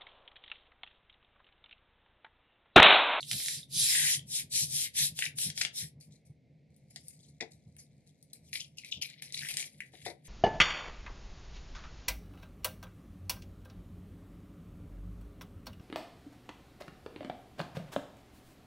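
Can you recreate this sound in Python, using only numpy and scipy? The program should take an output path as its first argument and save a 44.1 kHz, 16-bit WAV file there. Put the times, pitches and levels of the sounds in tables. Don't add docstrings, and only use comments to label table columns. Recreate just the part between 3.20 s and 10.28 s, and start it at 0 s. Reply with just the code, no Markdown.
import sys
import numpy as np
from scipy import signal
from scipy.fft import rfft, irfft, next_fast_len
from scipy.io import wavfile
from scipy.ndimage import uniform_filter1d, map_coordinates

SR = 44100
rng = np.random.default_rng(int(sys.argv[2]) if len(sys.argv) > 2 else 0)


def transcribe(u):
    v = np.clip(np.atleast_2d(u).T, -1, 1)
    q = np.round(v * 32767).astype(np.int16)
    wavfile.write(sys.argv[1], SR, q)


N = 312228


def amp(db):
    return 10 ** (np.asarray(db) / 20)


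def unit(x):
    return x / np.sqrt(np.mean(x ** 2) + 1e-20)


def along(points, hz):
    f, v = np.transpose(points)
    return np.interp(np.log(hz + 1), np.log(f + 1), v)


def curves(rows):
    s, *cols = np.transpose(rows)
    return [np.interp(np.arange(N) / SR, s, c) for c in cols]


def wobble(rate):
    knots = rng.standard_normal(int(N * rate / SR) + 4)
    return map_coordinates(knots, [np.arange(N) * rate / SR])


def ease(u):
    return np.sin(np.pi / 2 * np.clip(u, 0, 1))


def filtered(x, response):
    m = next_fast_len(N + SR // 2)
    return irfft(rfft(x, m) * response(np.fft.rfftfreq(m, 1 / SR)), m)[..., :N]


def coloured(x, spectrum):
    return unit(filtered(x, lambda hz: amp(along(spectrum, hz))))


def causal(spectrum, size=2048):
    cepstrum = irfft(np.log(amp(along(spectrum, np.fft.rfftfreq(size, 1 / SR)))))
    cepstrum[1:size // 2] *= 2
    cepstrum[size // 2 + 1:] = 0
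    h = irfft(np.exp(rfft(cepstrum)))
    return h / np.abs(h).max()


def swept(x, pitch_hz, shape):
    hz, t, z = signal.stft(x, SR, nperseg=512)
    pitch_now = np.interp(t * SR, np.arange(N), pitch_hz)
    octaves = np.log2((hz[:, None] + 1) / pitch_now)
    gain = amp(np.interp(octaves, *np.transpose(shape)))
    return unit(signal.istft(z * gain, SR, nperseg=512)[1][:, :N])


def impulses(rate, uneven_db):
    draw = rng.random((int(rate * N / SR), 2))
    size = amp(uneven_db * np.minimum(-np.log(1 - draw[:, 1]), 2))
    signs = rng.choice([-1, 1], len(size))
    return np.bincount((draw[:, 0] * N).astype(int), size * signs, N)


def add(track, s, sound):
    part = track[max(round(s * SR), 0):][:len(sound)]
    part += sound[:len(part)]


def ports(x, lead):
    return filtered(x, lambda hz: np.exp(.5j * np.outer([1, -1], along(lead, hz))))


# (time [s], place [0 left - 1 right])
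HAND_PLACE = [(0, 0.92), (.3, 0.67), (.6, 0.94), (.8, 0.068), (1.1, 0.008)]
# (frequency [Hz], lead [radians])
LEAD_FROM_LEFT = [(100, 0), (1000, .35), (2000, 1.2), (3200, 2), (5700, 2.65), (8000, 2.55), (10300, 2.6),
                  (11800, 3.05)]
LEAD_FROM_RIGHT = [(100, -1.8), (2000, -1.4), (4500, 0.34), (6500, -1.5), (12000, -1.4)]


def placed(x, left_db):
    right = np.clip(curves(HAND_PLACE)[0], 0, 1)
    left_side = ports(x[0] * np.sqrt(1 - right), LEAD_FROM_LEFT) * amp([[left_db / 2], [-left_db / 2]])
    right_side = ports(x[-1] * np.sqrt(right), LEAD_FROM_RIGHT) * amp([[-1.2], [1.2]])
    return left_side + right_side


# (frequency [Hz], decay by 60 dB [s])
ROOM_DECAY = [(150, 0.36), (2000, 0.22), (6000, 0.16), (12000, 0.13)]


def room(x, wet_db):
    hz, t, z = signal.stft(rng.standard_normal((2, SR // 3)), SR, nperseg=256)
    decay = amp(-60 * t / along(ROOM_DECAY, hz)[:, None])
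    tail = signal.istft(z * decay, SR, nperseg=256)[1]
    return x + amp(wet_db) * signal.fftconvolve(x, tail / np.linalg.norm(tail[0]), axes=1)[:, :N]


def friction(spectrum, grain_db, patchy_db, spread):
    slips = rng.standard_normal((4, N)) * amp(grain_db * wobble(2500))
    z = signal.stft(slips, nperseg=256)[2]

    def field(size, count):
        noise = uniform_filter1d(rng.standard_normal(z.shape[1:]), size, axis=0)
        return unit(uniform_filter1d(noise, count, axis=1))

    patches = unit(field(size=6, count=9) + field(size=3, count=40))
    slips = signal.istft(z * amp(patchy_db * patches), nperseg=256)[1][:, :N]
    return coloured(placed(slips[:2], left_db=4.5) + spread * slips[2:], spectrum)


# (frequency [Hz], relative level [dB])
AIR_SPECTRUM = [(20, -30), (100, -10), (250, -4.5), (380, -18), (470, -11.5), (700, -19), (1150, -48),
                (1600, -38), (2150, -21.5), (2900, -36), (4100, -33), (7000, -44.5), (15000, -61)]


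def air():
    noise = rng.standard_normal(N) + .5 * rng.standard_normal((2, N))
    return amp(-70.5 + 1.5 * wobble(7.1)) * coloured(noise, AIR_SPECTRUM)


# (time [s], relative level [dB])
ARM_BUMPS = [(.15, -33), (.564, -38), (.836, -38.5), (.98, -38.5), (1.435, -33.5), (1.54, -38.5),
             (1.828, -38.5), (2.274, -33.5), (2.638, -37.5), (2.78, -43), (3.112, -41), (4.482, -41),
             (5.782, -42)]


def bumps(swell_s):
    track, t = np.zeros(N), np.arange(SR // 8) / SR
    swell = np.exp(-((t - t.mean()) / swell_s) ** 2)
    swings = coloured(rng.standard_normal(N), TABLE_SPECTRUM)
    for k, (s, db) in enumerate(ARM_BUMPS):
        bump = swell * swings[k * len(t):][:len(t)]
        add(track, s - t.mean(), amp(db - 4.0) * bump / np.abs(bump).max())
    return track


# (frequency [Hz], relative level [dB])
TABLE_SPECTRUM = [(20, -43), (45, -31.5), (62, -13), (78, -5), (98, -14), (120, 2.5), (145, 2), (180, -6),
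                  (250, -16.5), (400, -27.5), (700, -35), (1000, -46.5), (2000, -75)]
REST_DB, RUB_DB = -63, -61
ARM_INERTIA_S = 0.73


def table():
    boom = unit(coloured(rng.standard_normal(N), TABLE_SPECTRUM) * amp(3.8 * wobble(25)))
    apart = 0.14 * coloured(rng.standard_normal((2, N)), TABLE_SPECTRUM)
    effort = uniform_filter1d(rubbing()[0], size=int(ARM_INERTIA_S * SR))
    shake = amp(REST_DB) + amp(RUB_DB) * effort
    return shake * (boom + apart) + bumps(swell_s=0.025)


# (time [s], relative level [dB], hardness [dB per octave], relative scuff level [dB])
TABLE_KNOCKS = [(3.761, -54, 29, 13.5), (4.207, -41.5, -1, 16.5), (4.215, -34.5, -3, -8),
                (4.223, -31.5, -8, -2), (6.737, -45.5, 5, -4.5), (6.863, -27, 14.5, 0),
                (6.878, -36.5, -4, 3), (6.900, -35, 6, -1.5)]
# (frequency [Hz], relative level [dB], decay by 60 dB [s])
RINGING_MODES = [(243, -11, 0.1), (340.5, -2.5, 0.084), (446, -2.5, 0.11), (548, -3, 0.048),
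                 (715, -3.5, 0.09), (778, -10.5, 0.062)]
# (frequency [Hz], relative level [dB])
RATTLE_SPECTRUM = [(40, -28), (100, -8), (200, -8.5), (400, -2), (750, -1), (950, -11), (1200, -25),
                   (2000, -13.5), (5000, -44.5)]
SCUFF_SPECTRUM = [(500, -36), (1200, -20), (1620, -3), (2050, 13), (2420, 3.5), (2850, -21.5), (3500, 5.5),
                  (5000, 1), (7000, -7), (11000, -23), (13000, -60)]


def knocks():
    track, t = np.zeros(N), np.arange(SR // 8) / SR
    hz, mode_db, t60 = np.transpose(RINGING_MODES)[:, :, None]

    def burst(spectrum):
        return unit(signal.fftconvolve(rng.standard_normal(len(t)), causal(spectrum))[:len(t)])

    for s, db, hardness_db, scuff_db in TABLE_KNOCKS:
        rattle = burst(RATTLE_SPECTRUM) * amp(-60 * t / 0.13)
        scuff = burst(SCUFF_SPECTRUM) * amp(-60 * t / 0.068)
        weights = amp(mode_db + hardness_db * np.log2(hz))
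        modes = weights * amp(-60 * t / t60) * np.sin(2 * np.pi * (hz * t + rng.random(hz.shape)))
        onset = 1 - np.exp(-t / 0.00047)
        ring = modes.sum(axis=0) / np.linalg.norm(weights) * onset
        thud = 1.31 * ring + 0.52 * rattle
        add(track, s, amp(db - 8.5) * (thud + amp(scuff_db) * scuff))
    return room(ports(track, LEAD_FROM_LEFT) * amp([[3.5], [-5]]), wet_db=-13.0)


# (frequency [Hz], relative level [dB])
SNAP_SPECTRUM = [(600, -7), (1200, -44.5), (2000, -3), (4000, 8), (7000, 2.5), (11000, 2), (15000, -25.5)]
SNAPS_PER_S, SNAP_UNEVEN_DB = 70, 4


def snaps():
    blows = impulses(SNAPS_PER_S, SNAP_UNEVEN_DB)
    return placed([signal.fftconvolve(blows, causal(SNAP_SPECTRUM))[:N]], left_db=0.5)


# (start [s], rise [s], hold [s], relative hiss level [dB], relative crinkle level [dB])
SHOVES = [(0.002, 0.006, 0.035, -54, -52), (2.8, 0.0027, 0.039, -61.5, -70),
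          (2.894, 0.035, 0.013, -69.5, -62), (3.047, 0.011, 0.016, -70, -81),
          (3.696, 0.014, 0.11, -65.5, -78), (3.813, 0.055, 0.063, -60, -81),
          (3.949, 0.03, 0.12, -71.5, -65), (4.299, 0.0209, 0.0063, -66.5, -59.5),
          (4.576, 0.015, 0.011, -54.5, -86), (4.858, 0.017, 0.0046, -68.5, -62.5),
          (5.129, 0.0028, 0.004, -55, -69), (5.213, 0.072, 0.051, -65.5, -64.5),
          (5.322, 0.021, 0.029, -43.5, -36.5), (5.396, 0.0068, 0.016, -51.5, -43.5),
          (5.567, 0.013, 0.008, -55, -45.5), (5.641, .008, 0.042, -59, -50),
          (5.709, 0.0082, 0.0066, -58, -40), (5.741, 0.0078, 0.02, -93, -58),
          (5.809, 0.019, 0.0064, -44, -32.5), (5.866, 0.01, 0.023, -66, -49),
          (5.925, 0.0092, 0.056, -78, -52), (6.017, 0.0067, 0.02, -49.5, -49.5),
          (6.045, .02, 0.033, -67, -54.5), (6.12, 0.023, 0.068, -46.5, -42.5),
          (6.214, 0.011, .06, -48, -46.5), (6.287, 0.01, 0.052, -45, -39.5),
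          (6.366, 0.004, 0.038, -41.5, -37.5), (6.406, 0.012, 0.018, -41.5, -46),
          (6.495, 0.023, 0.16, -69.5, -65.5), (6.713, 0.026, 0.11, -61, -56.5),
          (6.848, 0.005, 0.0077, -45, -44.5), (7.03, 0.043, 0.0091, -57.5, -59)]
# (start [s], relative hiss level [dB], relative crinkle level [dB])
HANDLING_CREEP = (3.5, -88, -78)
SETTLE_DB_PER_S = 357


def shoving():
    t = np.arange(N) / SR
    begin, *creep_db = HANDLING_CREEP
    power = np.outer(amp(creep_db), t > begin) ** 2
    for s, rise, hold, *levels_db in SHOVES:
        settling = amp(-SETTLE_DB_PER_S * np.maximum(t - s - rise - hold, 0))
        shape = ease((t - s) / rise) ** 2 * settling
        power += np.outer(amp(levels_db), shape) ** 2
    return np.sqrt(power)


# (frequency [Hz], relative level [dB])
SCRAPE_SPECTRUM = [(700, -11.5), (1300, -28), (2200, -0.5), (3500, -10), (5000, 4), (7000, 1), (10500, 7),
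                   (11700, 5.5), (12700, -22), (14000, -55)]
# (time [s], pitch [Hz])
BEND_PITCH = [(5.25, 4150), (5.32, 2266), (5.39, 2280), (5.41, 3200), (5.56, 3180), (5.6, 2490),
              (5.68, 2250), (5.72, 3330), (5.81, 3000), (5.84, 2410), (6.02, 2180), (6.15, 2380),
              (6.205, 2250), (6.225, 1850), (6.275, 1940), (6.3, 2300), (6.86, 2105)]
# (distance from the pitch [octaves], relative level [dB])
BENT_RESONANCE = [(-1, -38.5), (-.4, -20.5), (-.13, 2.5), (0, 4.5), (0.18, -6), (.85, 1), (1.3, -10.5),
                  (1.5, -31)]
FLEXES_PER_S, SNAP_DB = 550, -1


def sliding():
    hiss_gain, crinkle_gain = shoving()
    scrape = friction(SCRAPE_SPECTRUM, grain_db=2.5, patchy_db=3.4, spread=0.69)
    scrape = amp(0.5 + 2.4 * wobble(110)) * scrape
    clumps = impulses(FLEXES_PER_S, uneven_db=5) * amp(3.5 * wobble(90))
    pitch_hz = curves(BEND_PITCH)[0] * 2 ** (.11 * wobble(110))
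    flexes = swept(placed([clumps], left_db=6.5), pitch_hz, BENT_RESONANCE)
    hissing = hiss_gain * (scrape + amp(SNAP_DB) * snaps())
    return room(hissing + crinkle_gain * amp(-4) * flexes, wet_db=-11.0)


# (time [s], relative level [dB], pitch [Hz])
BUCKLES = [(.007, -26, 4250), (0.0298, -23, 3390), (0.432, -32.5, 3710), (.9942, -31, 3300),
           (2.0237, -10, 2470), (2.041, -27, 2800), (2.064, -18, 2430), (2.4152, -14, 2040),
           (2.812, -43, 4440), (4.2054, -29, 2240), (4.210, -25, 2200), (5.134, -42, 4140),
           (5.332, -27, 2340), (5.415, -28, 3180), (5.584, -36, 2780), (5.596, -45, 2600),
           (5.637, -36, 2330), (5.648, -32, 2390), (5.723, -21, 3840), (5.726, -19, 3170),
           (5.742, -30, 3340), (5.758, -31, 3250), (5.777, -36, 3300), (5.8157, -27, 3120),
           (5.832, -25.5, 2580), (5.848, -36.5, 2360), (6.0236, -38, 2300), (6.146, -23.5, 3940),
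           (6.171, -37.5, 2140), (6.192, -27, 4180), (6.2097, -34.5, 2600), (6.226, -35, 1710),
           (6.234, -26.5, 2040), (6.250, -30, 2080), (6.2703, -30, 1970), (6.29, -23.5, 2630),
           (6.303, -27, 2890), (6.428, -29.5, 2380), (6.6056, -21, 2210), (6.6215, -35, 2120),
           (6.636, -37, 2100)]
POP_WIDTH_HZ, POP_SHARPEN_DB = 880, 18


def pops():
    track, t = np.zeros(N), np.arange(SR // 25) / SR
    u = np.arange(-SR // 300, SR // 300) / SR

    def burst(hz, width_hz):
        return np.exp(-.5 * (2 * np.pi * width_hz * u) ** 2) * np.sin(2 * np.pi * hz * u)

    for s, db, hz in BUCKLES:
        width_hz = POP_WIDTH_HZ * 2 ** (db / POP_SHARPEN_DB)
        flip = burst(hz, width_hz) + 0.2 * burst(1.5 * hz, 4 * width_hz)
        ripples = 0.056 * rng.standard_normal(len(t)) * amp(-60 * t / 0.029)
        ripples[0] = 1
        add(track, s + u[0], amp(db - 4.5) * signal.fftconvolve(flip, ripples))
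    track = filtered(track, lambda hz: 1 / (1 + (1400 / (hz + 1)) ** 16))
    return room(placed([track], left_db=4.5), wet_db=-8.5)


# (time [s], relative level [dB], relative body level [dB], relative treble level [dB])
NAIL_TICKS = [(0.1124, -14.5, -2, -12), (0.130, -19.5, -6, -14), (0.2006, -28, 2, -19),
              (0.2596, -20.5, -12, -17), (0.2831, -18, -1.5, -11), (1.3262, -22, -19, -8),
              (1.989, -17.5, 0, -10), (2.053, -20.5, -4, -26), (2.185, -17.5, -10, -9),
              (2.3006, -22.5, -7.5, -25), (2.376, -18.5, -3.5, -19), (2.4118, -13, -5, -24),
              (2.416, -14, -3.5, -21), (2.449, -16, 0.5, -28), (2.809, -41, -17.5, -8),
              (3.563, -50, -28, 6.5), (3.7593, -27, -13.5, -17.5), (3.882, -30.5, -38, 7),
              (4.5651, -42, 7.5, 10), (5.026, -43, -22.5, 2.5), (5.132, -32, -25.5, 2),
              (5.329, -26, -15, -39), (5.584, -32.5, -37, -14), (5.6464, -33, -12, -18),
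              (5.8322, -29, -16, -35), (5.899, -34, -2, -16), (6.0213, -29.5, 4.5, -6.5),
              (6.123, -27, -21, -13), (6.1423, -27, -23, -5), (6.1744, -24.5, -16, -26),
              (6.2861, -20.5, -1.5, -4), (6.309, -25, 3, -2), (6.3395, -24, -8, -10), (6.369, -14, -7, -8),
              (6.384, -27, -10, -4), (6.394, -23.5, -7, -10), (6.426, -29.5, -7, -11),
              (6.6044, -33, -5, -2)]


def ticks():
    track, t = np.zeros(N), np.arange(SR // 25) / SR
    for s, db, body_db, treble_db in NAIL_TICKS:
        body = [(200, body_db - 20.5), (750, body_db - 12), (1150, body_db - 27),
                (1700, body_db), (2400, body_db + 0.5)]
        middle = [(4000, 2.5), (6500, -1.0)]
        treble = [(10500, treble_db + 10.5), (12500, treble_db - 1.5), (15500, treble_db - 42.5)]
        blow = 0.115 * rng.standard_normal(len(t)) * amp(-60 * t / .025)
        blow[0] = 1
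        snap = signal.fftconvolve(blow, causal(body + middle + treble))
        add(track, s + 0.0011, amp(db + 1.0) * snap / np.abs(snap).max())
    return room(placed([track], left_db=5.5), wet_db=-6.0)


# (time [s], echo share [0-1])
HOLLOW_SHARE = [(1.85, 0.087), (2.3, 0.15), (2.55, 0.46)]
HOLLOW_DELAY_S = .00054


def hollowed(x):
    share = np.clip(curves(HOLLOW_SHARE)[0], 0, 1)
    echo = filtered(x, lambda hz: np.exp(-2j * np.pi * hz * HOLLOW_DELAY_S) / (1 + (hz / 8000) ** 4))
    return (x + share * echo) / np.sqrt(1 + share ** 2)


# (start [s], length [s], speeding up [s], slowing down [s],
# relative hiss level [dB], relative rasp level [dB], hardest press [share of length], relative grit level [dB])
PALM_STROKES = [(0.01, 0.5, 0.13, 0.21, -40.5, -48, 0.48, -39),
                (0.459, 0.57, 0.16, 0.11, -31, -32.5, 0.51, -37),
                (1.031, 0.25, 0.15, 0.12, -34.5, -41, 0.79, -50.5),
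                (1.278, .24, 0.088, 0.12, -31, -53.5, 0.44, -41.5),
                (1.425, .3, 0.15, 0.1, -34.5, -38.5, 0.83, -36.5),
                (1.715, 0.23, 0.083, 0.12, -29.5, -39, 0.18, -30.5),
                (1.917, 0.22, .09, 0.1, -41, -40, 0.53, -33.5),
                (2.137, 0.21, 0.081, 0.11, -35, -43, 0.75, -36),
                (2.322, 0.18, 0.071, 0.079, -42.5, -36, 0.72, -35.5),
                (2.506, 0.24, 0.087, 0.18, -38, -48, 0.51, -48)]
SPEED_POWER = 3.98
PRESS_FALL_DB = 65
PRESSED_HZ, EASE_OCTAVES = 1880, 3.2


def rubbing():
    t = np.arange(N) / SR
    motion, hiss, rasp, grit, lightness = np.zeros((5, N))
    for s, length, rise, fall, hiss_db, rasp_db, hardest, grit_db in PALM_STROKES:
        speed = ease((t - s) / rise) * ease((s + length - t) / fall)
        drag = speed ** SPEED_POWER
        to_press = hardest - (t - s) / length
        motion += speed
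        hiss += drag * amp(hiss_db)
        rasp += drag * amp(rasp_db - PRESS_FALL_DB * to_press ** 2)
        grit += drag * amp(grit_db)
        lightness += speed * np.maximum(to_press, 0)
    rasp_hz = PRESSED_HZ * 2 ** (EASE_OCTAVES * lightness / (motion + 1e-9))
    return motion, hiss, rasp, grit, rasp_hz


# (frequency [Hz], relative level [dB])
HISS_SPECTRUM = [(700, -29.5), (1150, -47.5), (1700, -20.5), (2500, -8.5), (3700, -1), (4700, 0),
                 (5700, 0.5), (8000, -0.5), (10500, 4), (11600, -0.5), (12800, -7.5), (14200, -42.5)]
RASP_SPECTRUM = [(300, -25), (700, -17.5), (950, -7), (1250, -13.5), (1560, 0), (2200, 4), (3000, -0.5),
                 (4500, -7.5), (8000, -38.5)]
# (distance from the pitch [octaves], relative level [dB])
PRESSED_RESONANCE = [(-.6, -16), (-.25, -7.5), (0, 1), (.3, -3), (0.799, 2.5), (2, -6.5)]


def palm():
    _, hiss_gain, rasp_gain, grit_gain, rasp_hz = rubbing()
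    skin = friction(HISS_SPECTRUM, grain_db=1.5, patchy_db=2.5, spread=0.76)
    hiss = hiss_gain * amp(3.5) * skin
    catches = friction(RASP_SPECTRUM, grain_db=3.0, patchy_db=2.5, spread=0.8)
    catches = amp(2.2 * wobble(110)) * catches
    rasp = rasp_gain * amp(-2.5) * swept(catches, rasp_hz, PRESSED_RESONANCE)
    loose_spectrum = [(1500, -36.0), (2500, -18.5), (3900, 6.5), (4900, -1.5), (7000, -27.5), (14000, -50.0)]
    flutter = friction(loose_spectrum, grain_db=2.5, patchy_db=0.0, spread=0.92)
    loose = hiss_gain * amp(-4.0) * curves(HAND_PLACE)[0] * flutter
    return room(hollowed(hiss + rasp + loose) + grit_gain * snaps(), wet_db=-10.5)


def scene():
    return air() + table() + knocks() + sliding() + pops() + ticks() + palm()


# (frequency [Hz], share [0-1])
COMB_DEPTH = [(100, .45), (700, 0.18), (2000, 0.18), (5000, 0.069), (11000, 0.15)]
HUM_HZ, TOP_HZ = 60, 15400


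def record(dry):
    def comb(hz):
        return 1 - np.clip(along(COMB_DEPTH, hz), 0, 1) * np.exp(-2j * np.pi * hz / HUM_HZ)

    return filtered(dry, lambda hz: comb(hz) * (hz < TOP_HZ))


dry = scene()
out = record(dry)
transcribe(out)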